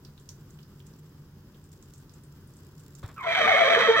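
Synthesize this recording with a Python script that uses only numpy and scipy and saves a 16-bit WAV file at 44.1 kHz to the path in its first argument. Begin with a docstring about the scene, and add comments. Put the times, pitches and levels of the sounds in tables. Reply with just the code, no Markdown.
"""A low hum and rumble far off, and grit rustling in a dirt yard, on a stereo microphone.
About three seconds in come soft thumps on packed earth, then a horse whinnies: a thin falling squeal
breaks into a loud, hoarse, shaking neigh that sinks in pitch. Its vocal folds beat unevenly, with a rasp
of air and a second, whistling voice of the larynx, coloured by throat and nose.
The yard adds a short echo to the call."""
import sys
import numpy as np
from scipy import signal
from scipy.fft import rfft, irfft
from scipy.io import wavfile
from scipy.ndimage import uniform_filter1d

SR = 44100
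rng = np.random.default_rng(int(sys.argv[2]) if len(sys.argv) > 2 else 0)


def file_out(sig):
    """Save sig as 16-bit WAV at sys.argv[1]."""
    # one column per channel
    cols = np.atleast_2d(sig).T
    # limit, then scale
    lim = np.clip(cols, -1, 1)
    pcm = np.round(lim * 32767).astype(np.int16)
    wavfile.write(sys.argv[1], SR, pcm)


N = 176400

# Colour of the horse's throat and mouth. Each row: frequency in Hz, gain in dB.
THROAT_COLOUR = [(400, -3), (800, -6), (885, -4), (980, -0.5), (1100, 1.5), (1210, 3.5), (1310, -1.5),
                 (1420, -1.5), (1650, -2), (1840, -1), (2030, 0), (2200, -4), (2450, -9), (2630, -11.5),
                 (2860, -24), (3120, -4), (3450, -13), (3850, -12), (4200, -26), (4650, -26.5), (5100, -32),
                 (5900, -24), (6450, -34), (6850, -35.5), (8000, -40.5), (9600, -45), (15000, -44)]


def undb(db):
    """Decibels to gain."""
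    return 10 ** (np.asarray(db) / 20)


def unit(x):
    """Scale to rms 1."""
    return x / np.sqrt(np.mean(x ** 2) + 1e-18)


def curve(rows, col=1):
    """A column of a table, joined by straight lines in time."""
    rows = np.array(rows)
    return np.interp(np.arange(N) / SR, rows[:, 0], rows[:, col])


def swell(rows, col=1):
    """Gain from a dB column, opening over the 5 ms before its first row."""
    gate = np.clip((np.arange(N) / SR - rows[0][0]) * 200 + 1, 0, 1)
    return undb(curve(rows, col)) * gate


def across(points, f):
    """A (Hz, value) table read on a log-frequency axis."""
    points = np.array(points)
    return np.interp(np.log(f), np.log(points[:, 0]), points[:, 1])


def shape(x, response):
    """Filter by a function of frequency."""
    f = np.fft.rfftfreq(2 * N, 1 / SR) + 1e-3
    return irfft(rfft(x, 2 * N) * response(f))[..., :N]


def colour(x, points):
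    """Filter by a (Hz, dB) table."""
    return shape(x, lambda f: undb(across(points, f)))


def resonate(x, modes, bypass_db):
    """Pass a sound through narrow resonances; some of it goes by them."""
    return shape(x, lambda f: undb(bypass_db)
                 + sum(undb(db) / (1 + 2j * (f - hz) / width) for hz, width, db in modes))


def band(hz, width_hz):
    """Noise in a resonance, rms 1."""
    return unit(shape(rng.standard_normal(N), lambda f: 1 / (1 + ((f - hz) / width_hz) ** 2)))


def wander(rate_hz):
    """Random motion mostly slower than the rate, rms 1."""
    return band(0, rate_hz)


def turn(hz):
    """Phase of an oscillator."""
    return 2 * np.pi * np.cumsum(hz) / SR


def steady(x):
    """Hold a voice at rms 1 so that its envelope alone sets the level."""
    return x / np.sqrt(np.abs(uniform_filter1d(x ** 2, SR // 30)) + 1e-12)


def fade(start, attack, decay):
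    """Attack and exponential release, times in seconds."""
    age = np.maximum(np.arange(N) / SR - start, 0)
    return (1 - np.exp(-age / attack)) * np.exp(-np.minimum(age / decay, 20))


def distant_hum():
    """Rumble and a wavering hum from far beyond the yard, wide in the treble."""
    # The far-off air, then the extra colour of its side signal. Each row: frequency in Hz, gain in dB.
    air_colour = [(15, -43), (25, -15.5), (80, -7), (94, -1), (113, -15), (130, -4), (144, -7), (161, -7.5),
                  (174, -11), (222, -10.5), (255, -16.5), (284, -13.5), (316, -17), (361, -15.5),
                  (710, -34), (955, -29), (1550, -32), (2260, -42), (3050, -37), (4450, -37.5), (5090, -31),
                  (5520, -36), (6490, -37), (9460, -43.5), (15800, -40)]
    side_colour = [(30, -29), (140, -18.5), (300, -18), (600, -6.5), (1200, -7), (3000, 2.5), (15000, -3.5)]
    treble_dip = [(2000, 1), (4000, -5.5), (9000, -5.5), (14000, -0.96)]
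    mid, side = colour(colour(rng.standard_normal((2, N)), air_colour), treble_dip)
    air = unit(mid + np.array([[1], [-1]]) * colour(side, side_colour))
    return air * undb(-52 + 0.85 * wander(12)) + undb(-54) * band(146.2, width_hz=9)


def grit():
    """Short crunches of dry grit: each a ringing burst of grains with a faint tail."""
    # Each row: start in seconds, relative level in dB, centre in Hz, left minus right in dB.
    crunches = [(0.049, -42, 4700, -3), (0.1775, -48.5, 3740, -2), (0.198, -51, 7480, 1),
                (0.2893, -34.5, 6200, -2), (0.3024, -51, 6070, -4.5), (0.5057, -50.5, 7260, -3.0),
                (0.5883, -49, 3200, -6), (0.63, -49.5, 4930, -2.5), (0.8016, -50.5, 3160, -7),
                (0.8664, -48, 7300, -2), (0.9356, -53.5, 5230, -2.5), (1.5436, -52, 3230, -2.5),
                (1.6402, -54, 7760, 1.0), (1.7175, -51, 7300, -2.5), (1.8253, -47, 7060, -2),
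                (1.936, -44, 6850, -4.0), (1.9782, -50, 7940, 2), (2.0943, -49.5, 5130, -5),
                (2.137, -49, 7450, -2), (2.237, -51.5, 8770, 4), (2.4737, -53.5, 9300, 5),
                (2.5366, -55, 7420, -8), (2.5672, -49, 8050, 3), (2.798, -50, 7660, -4),
                (2.9508, -44, 6800, -5), (3.038, -51, 3520, -12)]
    attack_s, decay_s, tail_s = .0006, .0023, .029
    gain_db, grain_spread_db, relative_width = -3.5, 3.5, .19
    size = SR // 5
    age = np.arange(size) / SR
    release = np.exp(-age / decay_s) + undb(-11) * np.exp(-age / tail_s)
    envelope = (1 - np.exp(-age / attack_s)) * release
    out = np.zeros((2, N + size))
    for start, db, hz, pan in crunches:
        grains = rng.standard_normal((2, size)) * undb(grain_spread_db * rng.standard_normal(size))
        ring = signal.lfilter(*signal.iirpeak(hz, 1 / relative_width, fs=SR), grains)
        hiss = np.diff(grains, prepend=0)
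        crunch = (unit(ring) + undb(-8) * unit(hiss)) * envelope
        i = int(start * SR)
        out[:, i:i + size] += crunch * undb(db + gain_db + np.array([[pan], [-pan]]) / 2)
    return out[:, :N]


def crackle():
    """Single grains tick faintly at random between the crunches."""
    # Each row: time in seconds, level in dB.
    level = [(0, -77.5), (.9, -67), (1.1, -73.5), (1.55, -77.5), (1.7, -67.5), (2.3, -70.5), (2.7, -66),
             (3.3, -62)]
    # Colour of the grains. Each row: frequency in Hz, gain in dB.
    grain_colour = [(1200, -20), (3000, -10.5), (5500, -6), (6700, -8), (7500, 3), (8400, -13.5),
                    (15000, -9)]
    ticks_per_s, decay_s = 130, .0022
    ticks = (rng.random(N) < ticks_per_s / SR) * undb(2 * rng.standard_normal(N))
    envelope = signal.lfilter([1], [1, -np.exp(-1 / (decay_s * SR))], ticks)
    grains = envelope * rng.standard_normal((2, N))
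    return undb(curve(level)) * unit(colour(grains, grain_colour))


def thumps():
    """Dull knocks on packed earth, each a low boom with a dry scuff."""
    # Each row: start in seconds, boom gain in dB, scuff gain in dB.
    knocks = [(3.027, -50, -40.5), (3.039, -21, -61), (3.085, -62, -47)]
    # Colour of scuffed earth. Each row: frequency in Hz, gain in dB.
    scuff_colour = [(150, 5.5), (450, 0), (700, -0.5), (1300, 0.5), (2400, -8.5), (2900, -20), (3500, -8),
                    (4300, -19), (12000, -32)]
    boom_hz, attack_s, boom_decay_s, scuff_decay_s = 100.6, .004, .0096, .027
    t = np.arange(N) / SR
    scuff = unit(colour(rng.standard_normal(N) + 0.49 * rng.standard_normal((2, N)), scuff_colour))
    out = np.zeros((2, N))
    for start, boom_db, scuff_db in knocks:
        boom = np.cos(2 * np.pi * boom_hz * (t - start))
        out += undb(boom_db) * fade(start, attack_s, boom_decay_s) * boom
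        out += undb(scuff_db) * fade(start, attack_s, scuff_decay_s) * scuff
    return out


def squeal():
    """The thin, raspy falling tone that opens the call."""
    # Each row: time in seconds, pitch in Hz, relative level in dB.
    glide = [(3.165, 1360, -50), (3.179, 1325, -41), (3.192, 1200, -41.5), (3.207, 1053, -39.5),
             (3.225, 1020, -39.5), (3.255, 1030, -36.5), (3.3, 990, -40), (3.36, 970, -38.5),
             (3.39, 1000, -51.5)]
    jitter, octave_db, rasp_db = .04, -11, -13
    phase = turn(curve(glide) * (1 + jitter * wander(280)))
    tone = np.sin(phase) + undb(octave_db) * np.sin(2 * phase)
    shaky_tone = unit(tone * (1 + .5 * wander(129.5)))
    breath = colour(rng.standard_normal(N), THROAT_COLOUR)
    rasp = unit(colour(breath, [(250, -37), (450, -16)]))
    return (shaky_tone + undb(rasp_db) * rasp) * swell(glide, 2)


def whistle(fold_phase, rough, flutter):
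    """The second, whistling voice of the larynx, riding on the beat of the vocal folds."""
    # Each row: time in seconds, pitch in Hz, relative level in dB.
    glide = [(3.195, 2300, -45), (3.205, 2220, -42.5), (3.23, 2080, -48), (3.26, 2120, -39),
             (3.285, 2388, -31), (3.33, 2267, -28), (3.39, 2322, -31.5), (3.53, 2180, -20.5),
             (3.65, 2266, -26), (3.75, 2226, -22.5), (3.8, 1960, -61), (3.91, 1908, -47),
             (3.955, 1806, -19), (4.0, 1848, -34)]
    jitter, fm_depth = .02486, .23
    phase = turn(curve(glide) * (1 + jitter * wander(212)))
    tone = np.sin(phase + fm_depth * rough * np.sin(fold_phase)) * flutter
    return swell(glide, 2) * steady(shape(tone, lambda f: 1 / (1 + (f / 2600) ** 24)))


def neigh():
    """Shaking, unevenly beating vocal folds with a rasp of air each cycle, over a low grunt."""
    # High and low turns of the shake. Each row: time in seconds, pitch in Hz.
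    pitch = [(3.245, 717.8), (3.28, 648.7), (3.32, 695.7), (3.35, 632.3), (3.385, 774), (3.42, 600.2),
             (3.46, 601.5), (3.485, 766), (3.512, 689.3), (3.545, 549), (3.587, 740.4), (3.625, 662),
             (3.652, 531.7), (3.675, 554.8), (3.715, 692.8), (3.745, 659.8), (3.77, 455.7), (3.8, 543.6),
             (3.82, 451.5), (3.838, 658.7), (3.862, 654.5), (3.885, 451.7), (3.955, 449.2), (3.967, 655.6),
             (3.985, 650.7), (4.0, 463)]
    # Each row: time in seconds, roughness from 0 to 1.
    hoarseness = [(3.25, 0.47), (3.29, 0.42), (3.33, 0.91), (3.44, 0.6), (3.5, 0.72), (3.545, 0.4),
                  (3.58, 0.75), (3.62, 0.46), (3.7, 0.62), (3.8, 0.76), (3.855, 0.36), (3.9, 0.54),
                  (3.94, 0.37), (4.0, 0.18)]
    # Strength of the fundamental. Each row: time in seconds, relative level in dB.
    chest_level = [(3.23, -60), (3.25, -38.5), (3.28, -25.5), (3.352, -37.5), (3.396, -24), (3.42, -24),
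                   (3.446, -31), (3.478, -21.5), (3.598, -25), (3.62, -16.5), (3.656, -26), (3.738, -19),
                   (3.754, -27.5), (3.772, -21), (3.83, -29.5), (3.876, -26), (3.896, -11.5), (3.93, -30.5),
                   (3.984, -28.5), (4.0, -19)]
    # Strength of the overtones. Each row: time in seconds, relative middle and treble levels in dB.
    effort = [(3.23, -56, -40), (3.266, -32.5, -36), (3.284, -46, -28.5), (3.39, -33, -23.5),
              (3.452, -25.5, -22.5), (3.492, -29.5, -23), (3.722, -29, -22), (3.752, -28, -18.5),
              (3.774, -28.5, -24.5), (3.802, -27.5, -20), (3.938, -28.5, -25), (3.944, -29.5, -30.5),
              (3.976, -23, -20.5), (4.0, -32, -22)]
    # Resonances that the fundamental and the first overtones sweep through.
    # Each row: centre in Hz, width in Hz, gain in dB.
    low_modes = [(455, 46, -2.5), (562, 33, -9.5), (669, 22.3, -4), (755, 45, -7)]
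    upper_modes = [(873, 46, 4.5), (1104, 73, -7.5), (1192, 120, -3.5), (1287, 26, -4)]
    jitter, shimmer, growl_depth, growl_hz = .06, .45, .35, 135
    dispersion_rad = .55  # the throat spreads each pulse

    rough = np.clip(curve(hoarseness), 0, 1)
    phase = turn(curve(pitch) * (1 + jitter * rough * wander(220)))
    tremble = shimmer * wander(150)
    growl = growl_depth * np.sin(turn(growl_hz * (1 + 0.1992 * wander(40))))
    flutter = 1 + rough * (tremble + growl)
    overtones = unit(sum(np.cos(k * phase + dispersion_rad * k * k) for k in range(2, 17))) * flutter
    rasp = rough * rng.standard_normal(N) * (1 + .5 * np.sin(phase)) * flutter
    fundamental = np.cos(phase) * flutter + undb(-14.5) * band(570, width_hz=150)

    chest = resonate(fundamental, low_modes, bypass_db=-9.5)
    middle = resonate(colour(overtones + 1.3 * rasp, THROAT_COLOUR), upper_modes, bypass_db=-10.5)
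    middle = shape(middle, lambda f: 1 / (1 + (820 / f) ** 16) / (1 + (f / 1600) ** 16))
    treble = colour(overtones + 2.4 * rasp, THROAT_COLOUR)
    treble = shape(treble, lambda f: 1 / (1 + (1500 / f) ** 16))
    voice = (undb(-1) * swell(chest_level) * steady(chest)
             + undb(-1.5) * swell(effort) * steady(middle)
             + undb(-2.5) * swell(effort, 2) * steady(treble)
             + undb(-3) * whistle(phase, rough, flutter))
    grunt = undb(-20) * swell(effort) * band(250, width_hz=58)
    return shape(voice, lambda f: 1 / (1 + (332 / f) ** 20)) + grunt


def nose(voice):
    """The nasal passages cut hollows out of the voice."""
    # Each row: centre in Hz, width in Hz, gain at the centre in dB.
    dips = [(2760, 130, -9.5), (5100, 200, -6.5)]
    return shape(voice, lambda f: undb(
        sum(db * np.exp(-((f - hz) / width) ** 2) for hz, width, db in dips)))


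def yard(call):
    """The call reaches the microphone's two ports directly, off a near surface and as a short tail."""
    # The near reflection. Each row: delay in seconds, gain in dB.
    echoes = [(.0092, -11.5)]
    # Balance between the ports. Each row: frequency in Hz, left minus right in dB.
    port_balance = [(60, -9), (110, -4), (200, 2.5), (380, -4), (700, 6.5), (1290, -2), (2380, -3),
                    (4400, -7.5), (8120, -1), (15000, 2.5)]
    # Phase between the ports. Each row: frequency in Hz, lead of the left in radians.
    port_phase = [(100, 0), (420, 0.23), (630, 1.32), (800, 1.07), (950, 0.33), (1300, -0.23), (2070, 1.66),
                  (2580, 0.35), (4050, 4), (5770, 4.5), (6800, 4.5), (8000, 7), (15000, 8.5)]
    # Colour of the scattered tail. Each row: frequency in Hz, gain in dB.
    tail_colour = [(300, -16), (700, 0), (2000, -2), (4000, 3), (9000, -1)]
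    tail_db, t60_s = -5.5, .25
    t = np.arange(N) / SR
    near = call + sum(undb(db) * np.interp(t - lag, t, call, left=0) for lag, db in echoes)
    split = np.array([[.5], [-.5]])
    at_ports = shape(near, lambda f: undb(split * across(port_balance, f))
                     * np.exp(1j * split * across(port_phase, f)))
    tail = colour(rng.standard_normal((2, N)), tail_colour) * fade(.0031, .00063, t60_s / np.log(1000))
    scattered = signal.fftconvolve(call[None], unit(tail) / np.sqrt(N), axes=1)[:, :N]
    return at_ports + undb(tail_db) * scattered


def scene():
    """The horse in the yard, the ground and the far surroundings, as they meet at the microphone."""
    whinny = yard(nose(neigh() + squeal()))
    return whinny + grit() + crackle() + thumps() + distant_hum()


def record(dry):
    """The recorder cuts the top steeply."""
    top_hz = 15850
    return signal.sosfilt(signal.ellip(10, .2, 80, top_hz, fs=SR, output="sos"), dry)


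dry = scene()
out = record(dry)
file_out(out)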